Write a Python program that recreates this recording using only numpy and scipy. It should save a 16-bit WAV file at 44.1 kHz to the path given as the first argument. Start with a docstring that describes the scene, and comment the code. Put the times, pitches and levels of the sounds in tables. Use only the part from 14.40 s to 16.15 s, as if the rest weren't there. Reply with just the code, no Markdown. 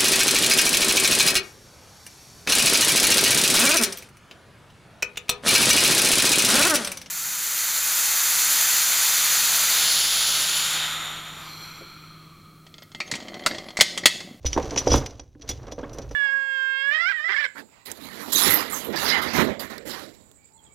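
"""A soft knock and a low boom come first, then bright clinks: a short belt of empty brass cartridge
cases is laid on a wooden workbench and nudged into place. Cases and steel links sound as noise bursts
with decaying partials, the wood as damped knocks exciting board modes, the bench top as low resonances.
Shaped noise makes the sliding and handling; dying noise echoes make the small workshop."""
import sys
import numpy as np
from scipy import signal
from scipy.fft import rfft, irfft, next_fast_len
from scipy.io import wavfile
from scipy.ndimage import uniform_filter1d

SR = 44100
rng = np.random.default_rng(int(sys.argv[2]) if len(sys.argv) > 2 else 0)


def persist_wave(psi):
    """Save psi, clipped to +-1, as 16-bit WAV."""
    counts = np.round(np.clip(psi, -1, 1) * 32767).astype(np.int16)
    wavfile.write(sys.argv[1], SR, np.atleast_2d(counts).T)


N = 77175
T = np.arange(N) / SR  # time [s]

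# relative spectrum of metal contacts: f/Hz, level/dB
CLACK_SPECTRUM = [(1200, -10.5), (2000, -3.5), (3400, -0.5), (5300, -2), (5900, 5), (6500, -1), (8300, -19),
                  (9500, -15.5), (11000, -23), (12500, -18), (16000, -34)]
# relative spectrum of brass scuffing on wood: f/Hz, level/dB
SCUFF_SPECTRUM = [(80, -9.5), (270, 2), (540, 1), (720, -5.5), (1050, -9), (1500, -14.5), (16000, -59)]


def from_db(db):
    """Amplitude ratio: 20 dB for each factor of ten."""
    return 10 ** (np.asarray(db) / 20)


def rms_one(x):
    """Normalisation to unit root-mean-square level."""
    return x / np.sqrt(np.mean(x ** 2) + 1e-20)


def level(curve):
    """Amplitude envelope: gain over time, interpolated in dB between (t/s, level/dB) points."""
    return from_db(np.interp(T, *np.transpose(curve)))


def colour(x, points, keep_power=True):
    """Minimum-phase filtering through (f/Hz, level/dB) points; white noise can keep its power."""
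    size = 2 * next_fast_len(N)
    hz, db = np.transpose(points)
    bin_hz = np.arange(size // 2 + 1) * SR / size
    gain = from_db(np.interp(np.log(bin_hz + 1), np.log(hz), db))
    if keep_power:
        gain = rms_one(gain)
    # folding the cepstrum onto positive time makes the filter causal
    cepstrum = irfft(np.log(gain))
    cepstrum[1:size // 2] *= 2
    cepstrum[size // 2 + 1:] = 0
    response = np.exp(rfft(cepstrum))
    return irfft(rfft(x, size) * response)[:N]


def ring(x, hz, t60):
    """Damped resonance: a unit click excites a decaying sine of initial height 1."""
    radius = np.exp(-np.log(1000) / (t60 * SR))
    angle = 2 * np.pi * hz / SR
    feedback = [1, -2 * radius * np.cos(angle), radius * radius]
    return signal.lfilter([0, np.sin(angle)], feedback, x + 1e-18)


def partials(start, hz, gains, t60):
    """Modal superposition: decaying sines of random sign, struck together."""
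    t = np.arange(SR // 3)[:, None] / SR
    signs = rng.choice([-1, 1], len(hz))
    modes = gains * signs * np.sin(2 * np.pi * hz * t) * np.exp(-np.log(1000) * t / t60)
    silence = np.zeros(int(abs(start) * SR))
    return np.concatenate([silence, np.sum(modes, axis=1), np.zeros(N)])[:N]


def clicks(times, gains):
    """Impulsive excitation: one single-sample click at each time."""
    return np.bincount((np.abs(times) * SR).astype(int), gains, N)[:N]


def decay(start, seconds):
    """Exponential relaxation after a sudden start; amplitude falls to 1/e in the given time."""
    return (T >= start) * np.exp(-np.clip((T - start) / seconds, 0, 20))


def grains(grain_db, size=40):
    """Friction as tiny contacts of uneven strength: noise modulated by smoothed noise."""
    strength = rms_one(uniform_filter1d(rng.standard_normal(N), size))  # size in samples
    gain = from_db(grain_db * np.clip(strength, -2, 2))
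    return rms_one(rng.standard_normal(N) * gain)


def air():
    """Stationary background: the quiet air of the workshop as steady, mostly low noise."""
    # relative spectrum: f/Hz, level/dB
    air_spectrum = [(40, -1), (300, -3.5), (1500, -39), (9000, -40.5)]
    return from_db(-68) * colour(rng.standard_normal(N), air_spectrum)


def reflections(x, delay_s, t60):
    """Diffuse reverberation: convolution with decaying noise of unit energy."""
    tail = rng.standard_normal(N) * decay(delay_s, t60 / np.log(1000))
    return signal.fftconvolve(x, tail / np.linalg.norm(tail))[:N]


def room(dry):
    """Room absorption: the workshop's dense echoes lose treble."""
    # level of the echoes: f/Hz, level/dB
    room_level = [(50, -16), (400, -16), (8000, -24.5)]
    echoes = reflections(dry, delay_s=0.002, t60=0.46)
    return colour(echoes, room_level, keep_power=False)


def stereo(mid):
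    """Mid-side decomposition: a short diffuse side signal widens the nearly centred sound."""
    # side relative to mid: f/Hz, level/dB
    width = [(50, -15), (700, -22), (2800, -13), (5800, -16), (9000, -8.5)]
    side = colour(reflections(mid, 0, t60=0.035), width, keep_power=False)
    pan_db = -0.8  # left over right
    return np.array([(mid + side) * from_db(pan_db / 2), (mid - side) * from_db(-pan_db / 2)])


def sliding():
    """Sliding friction: brass drags over the wood grain while the links chafe the cases."""
    # belt dragging over the wood: t/s, level/dB
    drag_curve = [(0, -66), (.15, -43), (.2, -32), (.29, -37.5), (.44, -36), (.57, -28), (.65, -38.5),
                  (.76, -54.5), (.97, -79), (1.03, -48.5), (1.17, -52), (1.29, -39), (1.36, -61),
                  (1.41, -49), (1.6, -39), (1.67, -50.5)]
    # links chafing: t/s, level/dB
    chafe_curve = [(0, -77.5), (.07, -45.5), (.24, -47.5), (.44, -46.5), (.55, -31.5), (.63, -50.5),
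                   (.87, -72.5), (.99, -77.5), (1.11, -55.5), (1.19, -67), (1.75, -64)]
    drag = colour(grains(grain_db=3, size=200), SCUFF_SPECTRUM)
    chafe = colour(grains(grain_db=4.5, size=90), CLACK_SPECTRUM)
    return level(drag_curve) * drag + level(chafe_curve) * chafe


def handling():
    """Low-frequency excitation: handling makes the bench rumble, as noise of changing level."""
    # level of the rumble: t/s, level/dB
    handling_curve = [(0, -50.5), (.08, -37), (.45, -39.5), (.56, -18), (.68, -44), (.93, -53.5),
                      (1.13, -40), (1.35, -44.5), (1.75, -37.5)]
    # relative spectrum: f/Hz, level/dB
    rumble_spectrum = [(20, -12), (66, 3), (90, -6), (125, -3), (180, -23.5), (2000, -57.5)]
    return level(handling_curve) * colour(rng.standard_normal(N), rumble_spectrum)


def bench():
    """Forced resonance: soft pushes of settling weight set the bench top and its octave booming."""
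    # settling weight: t/s, relative level/dB, boom f/Hz
    thumps = [(.052, -11.5, 71.6), (0.163, -16.5, 71), (0.502, -13.5, 63), (.533, -17, 61.5),
              (1.095, -21, 71.7)]
    thump_db, octave_db, boom_t60_s, press_s = -4, -16, 0.28, 0.0014
    boom = np.zeros(N)
    for start, db, hz in thumps:
        push = clicks([start], [from_db(db + thump_db)])
        boom += ring(push, hz, boom_t60_s)
        boom += from_db(octave_db) * ring(push, 2 * hz, boom_t60_s)
    press = T * decay(0, press_s)  # pressure pulse that softens each click
    return signal.fftconvolve(boom, press / press.sum())[:N]


def skids():
    """Stick-slip friction: a rim on the wood squeaks, a rough rising tone with its octave."""
    # squeaks: start t/s, end t/s, first f/Hz, last f/Hz
    skid_rows = [(1.429, 1.446, 1250, 1800), (1.440, 1.457, 1030, 1230)]
    skid_db, octave_db, roughness = -38.5, -10, 0.1  # roughness: rms share of the frequency
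    out = np.zeros(N)
    for start, end, first_hz, last_hz in skid_rows:
        along = np.clip((T - start) / (end - start), 0, 1)
        waver = roughness * rms_one(uniform_filter1d(rng.standard_normal(N), size=20))
        hz = (first_hz + along * (last_hz - first_hz)) * (1 + waver)
        phase = 2 * np.pi * np.cumsum(hz) / SR
        tone = np.sin(phase) + from_db(octave_db) * np.sin(2 * phase)
        out += from_db(skid_db) * np.sin(np.pi * along) * tone
    return out


def pings():
    """Free vibration: a steel link springs free and rings on one clear note."""
    # released links: t/s, level/dB
    releases = [(.525, -28.5), (.558, -30), (1.11, -31.5), (1.322, -47)]
    times, db = np.transpose(releases)
    return ring(clicks(times, from_db(db)), hz=3420, t60=0.071)


def knocks():
    """Impact on a plate: a rim on wood gives a damped knock, a scuff and ringing board modes."""
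    # impacts: t/s, level/dB, contact f/Hz, scuff decay t/s
    impacts = [(0.047, -29.5, 550, 0.011), (0.164, -19, 365, 0.006), (0.1761, -13, 886, 0.011),
               (.318, -28.5, 480.1, 0.047), (0.363, -24.5, 852, 0.0089), (0.4712, -13, 449, 0.0022),
               (0.4734, -16.5, 693, 0.0055), (.518, -17, 514, 0.032), (0.5412, -10.5, 976, 0.01),
               (0.547, -22, 600, 0.024), (.796, -40.5, 694, 0.015), (0.951, -49.5, 1655, 0.002),
               (0.955, -45.5, 277, 0.0019), (0.999, -48.5, 298, 0.0033), (1.094, -31.5, 730, 0.026),
               (1.322, -33, 577, 0.012), (1.381, -30.5, 555, 0.018), (1.393, -31, 410, 0.015),
               (1.431, -30, 405, 0.019), (1.585, -31, 566, 0.009), (1.711, -33.5, 526, 0.012)]
    # board modes: f/Hz, relative level/dB, t60/s
    wood_modes = [(293.3, -5, 0.22), (493.4, -8.5, 0.15), (557, -12.5, 0.158), (767.7, -17.5, 0.23),
                  (914, -12.5, 0.081), (1052, -19.5, 0.14)]
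    scuff_db, wood_db = -4, 1.5
    swell_cycles = 0.75  # cycles until the knock is strongest
    focus_db = 5.5  # loss of a mode per octave away from the contact's pitch
    out, scuffs = np.zeros(N), np.zeros(N)
    for start, db, hz, scuff_s in impacts:
        cycles = np.maximum(T - start, 0) * hz
        swell = cycles / swell_cycles
        out += from_db(db) * swell * np.exp(1 - swell) * np.sin(2 * np.pi * cycles)
        scuffs += from_db(db + scuff_db) * rng.standard_normal(N) * decay(start, scuff_s)

    times, db, contact_hz, _ = np.transpose(impacts)
    for hz, mode_db, t60 in wood_modes:
        octaves_away = np.abs(np.log2(hz / contact_hz))
        strength_db = db + mode_db + wood_db - focus_db * octaves_away
        strength_db += 2 * rng.standard_normal(len(times))
        out += ring(clicks(times, from_db(strength_db)), hz, t60)
    return out + colour(scuffs, SCUFF_SPECTRUM)


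def clinks():
    """Impact and modal response: a tick and rattle, link partials and a case ringing near 6 kHz."""
    # brass on brass and steel:
    # t/s, relative level/dB, rattle decay t/s, relative case-ring level/dB, relative treble level/dB
    contacts = [(0.0609, -22, 0.004, -2, -1), (0.065, -22, 0.0084, 2.5, 3.5),
                (0.1306, -18.5, 0.0017, -5, -16.5), (0.3775, -16.5, 0.0019, 0, -20.5),
                (0.384, -17.5, 0.0026, -2.5, -11.5), (.389, -23, 0.011, -11, 3.5),
                (0.4758, -24.5, 0.0022, 3, -24.5), (0.5016, -24.5, 0.034, 7, -15.5),
                (0.5174, -24, 0.002, 8.5, -11.5), (.529, -25.5, 0.012, 10.5, 6.5),
                (.541, -29.5, 0.0017, 3.5, -6.5), (0.5568, -29.5, 0.017, -2, 12),
                (0.578, -29, 0.0029, 5.5, -3), (0.6607, -25.5, 0.0055, -10.5, -0.5),
                (0.7952, -33.5, 0.004, -6.5, -23.5), (1.0197, -35.5, 0.0049, -6.5, -23),
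                (1.076, -39, 0.044, -10, -4), (1.09, -25.5, 0.011, 2.5, 10), (1.112, -26, 0.004, -14, -4),
                (1.3203, -34, 0.0073, -3.5, 1.5), (1.53, -47.5, 0.017, 9, 12),
                (1.5846, -33.5, 0.0045, -6, 6), (1.71, -40, 0.01, -1.5, 0.5)]
    # light taps of the links: t/s, relative level/dB
    light_taps = [(0.0528, -28.5), (0.139, -29), (0.177, -33), (0.225, -33.5), (0.3069, -29), (0.36, -24.5),
                  (0.3732, -21.5), (0.465, -31), (0.545, -25), (0.707, -41.5), (0.995, -56), (1.1733, -47),
                  (1.0121, -45), (1.2296, -49), (1.268, -45), (1.28, -49), (1.3143, -41), (1.382, -58),
                  (1.388, -44), (1.411, -47.5), (1.494, -45.5), (1.572, -48), (1.618, -40), (1.6243, -41.5),
                  (1.69, -46)]
    # case modes: f/Hz, relative level/dB, t60/s
    case_modes = [(3338, -16.5, 0.055), (5037, -11.5, 0.087), (5570, -4.5, 0.049), (5828, -1.5, 0.068),
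                  (5920, -6.5, 0.13), (6015, -2, 0.053), (9400, -34, 0.13), (10340, -32.5, 0.082)]
    clack_db, tick_db, rattle_grain_db = -2.5, -5.5, 4
    tap_rattle_s, tap_ring_db, tap_top_db = 0.0054, -9.5, -5.5  # all taps are equally brief
    attack_share, ring_rise = 0.16, 0.25  # build-up times as shares of the rattle time
    case_spread = 0.005  # no two cases ring at quite the same pitch
    link_lowest_hz, link_highest_hz, link_db, link_t60_s = 2558, 6926, -16, 0.051
    split_hz = 8300  # each contact has its own treble level above this

    body, top, rings = np.zeros(N), np.zeros(N), np.zeros(N)
    rattle = grains(rattle_grain_db)
    hz, mode_db, t60 = np.transpose(case_modes)
    taps = [(start, db, tap_rattle_s, tap_ring_db, tap_top_db) for start, db in light_taps]
    for start, db, rattle_s, ring_db, top_db in contacts + taps:
        envelope = decay(start, rattle_s) - decay(start, attack_share * rattle_s) / 2
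        burst = np.roll(rattle, rng.integers(N)) * envelope
        hit = from_db(db) * (burst + clicks([start], [from_db(tick_db)]))
        body += hit
        top += hit * from_db(top_db)

        strength = from_db(db + ring_db + mode_db + 2 * rng.standard_normal(len(hz)))
        case_hz = hz * (1 + case_spread * rng.uniform(-1.4, 1))
        case = partials(start, case_hz, strength, t60)
        link_hz = rng.uniform(link_lowest_hz, link_highest_hz, size=6)
        link = partials(start, link_hz, from_db(db + link_db), link_t60_s)
        rings += (case + link) * (1 - decay(start, ring_rise * rattle_s))

    low = signal.butter(3, split_hz, "low", fs=SR, output="sos")
    high = signal.butter(3, split_hz, "high", fs=SR, output="sos")
    clack = signal.sosfilt(low, body) + signal.sosfilt(high, top)
    return rings + from_db(clack_db) * colour(clack, CLACK_SPECTRUM)


def scene():
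    """Linear superposition: the belt on the bench, the workshop's echo and its quiet air."""
    dry = sliding() + handling() + bench() + skids() + pings() + knocks() + clinks()
    return stereo(dry + room(dry) + air())


def record(dry):
    """Band limitation: a steep elliptic low-pass cuts the top above 15.9 kHz."""
    low_pass = signal.ellip(10, .1, 80, 15900, fs=SR, output="sos")  # ripple 0.1 dB, stopband 80 dB
    return signal.sosfilt(low_pass, dry)


dry = scene()
out = record(dry)
persist_wave(out)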